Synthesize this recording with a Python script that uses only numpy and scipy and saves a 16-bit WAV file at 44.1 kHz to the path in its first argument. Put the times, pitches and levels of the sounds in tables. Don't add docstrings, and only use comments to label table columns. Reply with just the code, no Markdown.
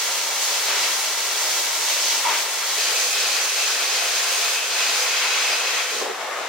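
import sys
import numpy as np
from scipy import signal
from scipy.fft import rfft, irfft
from scipy.io import wavfile
from scipy.ndimage import uniform_filter1d

SR = 44100
rng = np.random.default_rng(int(sys.argv[2]) if len(sys.argv) > 2 else 0)


def persist_wave(psi):
    counts = np.round(np.clip(psi, -1, 1) * 32767).astype(np.int16)
    wavfile.write(sys.argv[1], SR, np.atleast_2d(counts).T)


N = 285768
TIME = np.arange(N) / SR
HZ = np.maximum(np.arange(N // 2 + 1) * SR / N, 1)
SECOND_CUT_S, LEVER_OFF_S = 2.781, 6.035


# f/Hz, relative density/dB
FIRST_SPECTRUM = [(60, -47), (130, -33), (200, -30), (300, -22.5), (430, -14), (900, -2.5), (1700, -9.5),
                  (3000, -1.5), (5000, 1.5), (6500, 1.5), (8000, -4), (10000, -9.5), (12500, -11.5),
                  (15300, -11.5)]
SECOND_SPECTRUM = [(60, -47), (130, -38), (200, -33), (300, -21), (430, -6.5), (900, -7), (1700, -2.5),
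                   (3000, -1.2), (5000, 1.5), (6700, -0.5), (8000, -3.5), (10000, -8.5), (12500, -11.5),
                   (15300, -12)]
BARE_SPECTRUM = [(60, -45), (130, -39), (200, -22), (300, -11.5), (430, -3), (900, 4.5), (1700, 5.5),
                 (3000, 0), (5000, -7), (6700, -6), (8000, -10), (10000, -15.5), (15300, -20)]
# f/Hz, width/Hz, left/dB, right/dB (re broad spectrum)
FIRST_MODES = [(210, 14, 2, 7), (289, 26, 6, 8), (356, 19, 8, 8), (421, 49, 6, 7), (522, 123, 4, 6),
               (618, 27, 5, 2), (890, 90, -3, -4), (984, 14, 3, 2), (1073, 28, 1, 3), (1209, 14, 4, 5),
               (1371, 105, 5, 4), (1590, 130, 3, 6), (1704, 35, 5, 5), (1816, 72, 6, 7), (1984, 130, 6, 8),
               (2238, 130, 6, 5), (2685, 91, 2, -2), (3317, 17, 5, 5), (3995, 25, 5, -12),
               (4090, 110, -1, -5), (4407, 47, 1, -1), (5790, 120, -10, -1), (6290, 160, -6, 0)]
SECOND_MODES = [(210, 14, 2, 8), (239, 14, 9, 6), (291, 29, 5, 7), (410, 20, 2, 2), (497, 24, 6, 7),
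                (563, 14, 1, 3), (637, 45, -1, 3), (694, 14, 9, 9), (830, 127, 4, 3), (1031, 22, 5, 9),
                (1120, 62, 3, 4), (1278, 14, 2, 5), (1387, 130, 2, -1), (1529, 24, 5, 7), (1806, 19, 2, -4),
                (1942, 19, 4, 5), (2260, 110, -1, -3), (2316, 18, 3, 0), (2513, 26, 5, -3),
                (2597, 24, 6, 1), (3134, 22, 3, 1), (3313, 40, -1, -4), (3902, 14, 6, 3), (4140, 35, 4, -3),
                (4330, 51, 4, -12), (4734, 16, 3, 3), (6087, 24, 2, 5), (6150, 180, -2, 1),
                (6520, 16, 2, 3), (6630, 170, -5, 2)]
BARE_MODES = [(660, 240, -2, -4), (1170, 180, 1, 3), (1750, 20, -4, 3), (1810, 89, -1, -1),
              (2150, 123, 4, 0), (2700, 482, 1.5, -14)]
# first cut/dB, second cut/dB, slope/(dB/s),
# bare flame/dB, slope/(dB/s), flow share, choke share
BAND_LEVELS = [(-39.5, -37, -0.36, -34.5, 0, 0.28, 0.79), (-32.5, -32, 0.5, -35, 9.5, 0.4, 0.78),
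               (-32.5, -30.5, 0.6, -41, 6, 1.25, 0.72), (-27.5, -26.5, -0.26, -38.5, 2, 1.46, -0.23),
               (-32, -32, -1.2, -45, -3, 0.91, -0.26)]
# t/s, length/s, swell/dB (before choke share)
KERF_CHOKES = [(0.672, 0.26, 3.5), (2.262, 0.12, 5.5), (4.793, 0.085, 2), (5.13, 0.7, 2)]
# t/s, length/s, gain/dB
SIZZLE_SURGES = [(.85, 0.21, 1), (1.38, .24, 1.2), (2.92, .24, 0.5), (4.27, 0.29, 2), (4.93, .11, 1.8),
                 (5.42, 0.12, 1)]
def torch(flow_db, low_dip_db, hiss_dip_db):
    flutter_db, sputter_db = 0.37 * drift(33), 0.3 * drift(90)
    waver_db = 0.5 * np.array([drift(8.5) for _ in BAND_LEVELS])
    unrest_db = np.array(3 * [flutter_db] + 2 * [sputter_db]) + waver_db
    surge_db, = spells(SIZZLE_SURGES, attack_s=.03, release_s=.025)
    choke_db, = spells(KERF_CHOKES, attack_s=.021, release_s=.047)
    dips_db = np.array(3 * [low_dip_db] + [hiss_dip_db, 0.52 * hiss_dip_db - surge_db])
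    columns = np.transpose(BAND_LEVELS)[:, :, None]
    first_db, second_db, second_db_per_s, bare_db, bare_db_per_s, flow_share, choke_share = columns
    cutting_db = flow_share * flow_db + choke_share * choke_db - dips_db + unrest_db
    second_db = second_db + second_db_per_s * (TIME - SECOND_CUT_S)
    bare_db = bare_db + bare_db_per_s * (TIME - LEVER_OFF_S)
    first = jet(FIRST_SPECTRUM, FIRST_MODES, first_db + cutting_db)
    second = jet(SECOND_SPECTRUM, SECOND_MODES, second_db + cutting_db)
    bare = jet(BARE_SPECTRUM, BARE_MODES, bare_db + unrest_db)
    moved, released = step(SECOND_CUT_S, .002), step(LEVER_OFF_S, .041)
    cuts = np.sqrt(1 - moved) * first + np.sqrt(moved * (1 - released)) * second
    return cuts + np.sqrt(released) * bare


BAND_EDGES_HZ = [800, 2150, 3300, 7200]
def jet(spectrum, modes, levels_db):
    gas = turbulence() * from_db(over_hz(spectrum)) * resonances(modes)
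    gas = gas * reflections(count=64, echo_db=-18.5, spread_s=.06)
    lowpasses = [below(hz, order=5) for hz in BAND_EDGES_HZ]
    bands = np.diff([np.zeros_like(HZ), *lowpasses, np.ones_like(HZ)], axis=0)
    power = np.abs(gas.mean(axis=0)) ** 2
    band_rms = np.sqrt(2 * np.bincount(np.digitize(HZ, BAND_EDGES_HZ), power)) / N
    return sum(from_db(db) * irfft(gas * band, N) / rms
               for db, band, rms in zip(levels_db, bands, band_rms))


# t/s, level/dB (re usual flow)
JET_FLOW = [(0, 0.1), (.34, -1.5), (.42, 0.8), (.85, 1.4), (.97, -0.5), (1.2, -.5), (1.57, 0.5),
            (1.8, -0.4), (1.91, 1.5), (2, 0.7), (2.13, 2.1), (2.25, -0.8), (2.34, 1), (2.45, -1.2),
            (2.77, 0), (2.79, .5), (2.98, 0.5), (3.22, 1.4), (3.34, 0.1), (3.65, 0.6), (3.78, -.4),
            (4.02, .5), (4.5, 0.34), (5, 1), (5.08, 0.1), (5.48, 0.75), (5.62, -1), (5.79, -0.6),
            (5.87, -2.3)]
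# t/s, length/s, dip of the three low bands/dB, hiss dip/dB
JET_FALTERS = [(0.61, 0.055, 1, 2.5), (2.47, 0.18, -0.5, 2), (3.06, 0.12, 2.5, 1.2),
               (3.47, 0.096, 2.5, 2.5), (4.57, 0.18, 2.5, 4), (5.85, 0.043, 1, 1.5), (5.88, 0.29, 2, -0.5)]
def oxygen_flow():
    flow_db = np.interp(TIME, *np.transpose(JET_FLOW))
    low_dip_db, hiss_dip_db = spells(JET_FALTERS, attack_s=.033, release_s=.037)
    return flow_db, low_dip_db, hiss_dip_db


# f/Hz, left-right correlation
COHERENCE = [(60, 0.13), (130, 0.02), (290, 0.72), (640, 0.73), (1410, 0.66), (3100, 0.63), (5000, 0.42),
             (6820, -0.19), (15000, -0.21)]
# f/Hz, left minus right/dB
PAN = [(300, 1.8), (3500, 2), (5000, -0.5), (6200, -2), (8000, 0.7), (11000, 2), (15000, 4.5)]
def turbulence():
    mid, side = rfft(rng.standard_normal((2, N)))
    correlation = over_hz(COHERENCE)
    signs = np.array([[1], [-1]])
    noise = np.sqrt(1 + correlation) * mid + np.sqrt(1 - correlation) * side * signs
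    return noise * from_db(signs * over_hz(PAN) / 2)


def resonances(modes):
    power = np.ones((2, len(HZ)))
    for hz, width_hz, left_db, right_db in modes:
        power += from_db([[left_db], [right_db]]) ** 2 / (1 + (2 * (HZ - hz) / width_hz) ** 2)
    return np.sqrt(power)


def reflections(count, echo_db, spread_s):
    echoes = np.zeros((2, N))
    for lateness, side, polarity in rng.random((count, 3)):
        skew_s = (side - .5) * np.array([.0002, -.0002])
        delay_s = .002 + lateness * spread_s + skew_s
        echoes[[0, 1], np.round(delay_s * SR).astype(int)] += np.sign(polarity - .5) * np.exp(-lateness)
    treble = np.sqrt((1 - below(2800, order=2)) * below(9500, order=2))
    return 1 + from_db(echo_db) * rfft(echoes) * treble


# t/s, length/s, gain/dB
WHISTLE_FLARES = [(3.2, .2, 1), (3.59, 0.15, 5), (4.78, 0.069, 3), (5.18, 0.42, 2.5)]
def slot_whistles(flow_db, dip_db):
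    flare_db, = spells(WHISTLE_FLARES, attack_s=.02, release_s=.023)
    opened = step(at_s=3.52, rise_s=.08)
    low_hz = 2560 + 29.8 * opened + 30 * drift(3.95)
    high_hz = 4735 + 195.4 * opened
    low_db = -37.5 + 0.55 * flow_db + flare_db
    high_db = -38.7 + 1.4 * flow_db - 2.9 * dip_db
    low = whistle(low_hz, low_db, width_hz=220, pan_db=-1, diffuse=0.86)
    high = whistle(high_hz, high_db, width_hz=96, pan_db=1, diffuse=0.74)
    return (low + high) * step(SECOND_CUT_S, .002) * (1 - step(at_s=5.82, rise_s=.03))


def whistle(hz, level_db, width_hz, pan_db, diffuse):
    white = rng.standard_normal((2, 3, N))
    sine, cosine = irfft(rfft(white) * np.sqrt(below(width_hz / 2, order=2)), N)
    phase = 2 * np.pi * np.cumsum(hz) / SR
    tones = sine * np.sin(phase) + cosine * np.cos(phase)
    stereo = (tones[0] + diffuse * tones[1:]) * from_db([[pan_db / 2], [-pan_db / 2]])
    throb_db = 2 * drift(7.5)
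    return from_db(level_db + throb_db) * steady(stereo, window_samples=5000)


# t/s, length/s, f/Hz, nominal width/Hz, level/dB
GAS_HOOTS = [(.675, .07, 920, 130, -38), (2.239, .1, 970, 140, -29.5), (2.252, .042, 955, 70, -27.3),
             (2.442, .04, 990, 100, -35)]
SLOT_SQUEALS = [(.42, .1, 6350, 150, -39), (2.95, .12, 6230, 110, -34), (3.4, 0.11, 6040, 80, -35),
                (4.13, .12, 6700, 80, -39)]
SLAG_RASPS = [(2.265, .11, 2280, 380, -36), (4.79, .08, 2350, 300, -34), (5.17, 0.37, 2270, 300, -35)]
def kerf_bursts():
    hoots = gas_pockets(GAS_HOOTS, attack_s=.004, release_s=.015)
    return hoots + gas_pockets(SLOT_SQUEALS + SLAG_RASPS, attack_s=.02, release_s=.02)


# t/s, length/s, f/Hz, nominal width/Hz, level/dB
FLAME_POP = [(6.011, .016, 720, 400, -27.5), (6.017, .016, 450, 110, -24), (6.038, .056, 620, 260, -30.5),
             (6.089, .028, 425, 60, -29.5)]
FLAME_FLUTTER = [(5.95, 0.17, 215, 35, -50.5), (5.912, 0.2, 420, 80, -37)]
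def lever_pop():
    pop = gas_pockets(FLAME_POP, attack_s=.0054, release_s=.007)
    return pop + gas_pockets(FLAME_FLUTTER, attack_s=.02, release_s=.025)


def gas_pockets(rows, attack_s, release_s):
    out = np.zeros((2, N))
    noise = turbulence() * (1 - below(240, order=4))
    for at_s, length_s, hz, width_hz, level_db in rows:
        resonance = 1 / (1 + 1j * (HZ / hz - hz / HZ) * hz / (2 * width_hz))
        ring = steady(irfft(noise * resonance ** 2, N), window_samples=700)
        out += from_db(level_db) * gate(at_s, length_s, attack_s, release_s) * ring
    return out


# t/s, peak/dB
STEEL_SPITS = [(1.508, -19), (3.28, -19), (3.309, -14), (4.489, -14), (5.413, -15)]
def sparks(jet_db, rate_per_s=60, decay_s=.00049):
    bursts = rng.random(N) < rate_per_s / SR * (TIME < LEVER_OFF_S)
    size_db = -28 + 3 * np.minimum(rng.exponential(1, N), 3)
    scatter_db = rng.normal(0, 2, (2, N))
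    clicks = bursts * from_db(size_db + jet_db + scatter_db)
    for at_s, peak_db in STEEL_SPITS:
        clicks[:, round(at_s * SR)] += from_db(peak_db)
    age_s = TIME[:SR // 100]
    snap = rng.standard_normal((2, len(age_s))) * np.exp(-age_s / decay_s)
    snap = signal.sosfilt(signal.butter(2, [1800, 9000], "band", fs=SR, output="sos"), snap)
    return signal.fftconvolve(clicks, snap / np.abs(snap).max(), axes=1)[:, :N]


# f/Hz, relative density/dB
RUMBLE_SPECTRUM = [(15, -10), (35, -2), (60, -4), (110, -6.5), (200, -4), (500, -38)]
def workshop_rumble():
    level_db = -70 - 5 * step(at_s=4.1, rise_s=.7) + 1.7 * drift(6.1)
    noise = irfft(turbulence() * from_db(over_hz(RUMBLE_SPECTRUM)), N)
    return from_db(level_db) * unit_rms(noise)


def from_db(db):
    return 10 ** (np.asarray(db) / 20)


def unit_rms(x):
    return x / np.sqrt(np.mean(np.atleast_2d(x).mean(axis=0) ** 2) + 1e-20)


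def steady(x, window_samples):
    power = uniform_filter1d((x ** 2).mean(axis=0), window_samples)
    return unit_rms(x / np.sqrt(power + 1e-20))


def over_hz(points):
    hz, value = np.transpose(points)
    return np.interp(np.log(HZ), np.log(hz), value)


def below(edge_hz, order):
    return 1 / (1 + (HZ / edge_hz) ** (2 * order))


def drift(rate_hz):
    return unit_rms(irfft(rfft(rng.standard_normal(N)) * np.sqrt(below(rate_hz, order=2)), N))


def step(at_s, rise_s):
    return .5 + .5 * np.tanh((TIME - at_s) / rise_s)


def gate(at_s, length_s, attack_s, release_s):
    return step(at_s, attack_s) * (1 - step(at_s + length_s, release_s))


def spells(rows, attack_s, release_s):
    return sum(np.outer(db, gate(at_s, length_s, attack_s, release_s)) for at_s, length_s, *db in rows)


def scene():
    flow_db, low_dip_db, hiss_dip_db = oxygen_flow()
    cutting = torch(flow_db, low_dip_db, hiss_dip_db) + sparks(flow_db - hiss_dip_db)
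    rumble = workshop_rumble()
    return cutting + kerf_bursts() + lever_pop() + slot_whistles(flow_db, hiss_dip_db) + rumble


def record(dry):
    return irfft(rfft(dry) * np.sqrt(below(edge_hz=15830, order=150)), N)


dry = scene()
out = record(dry)
persist_wave(out)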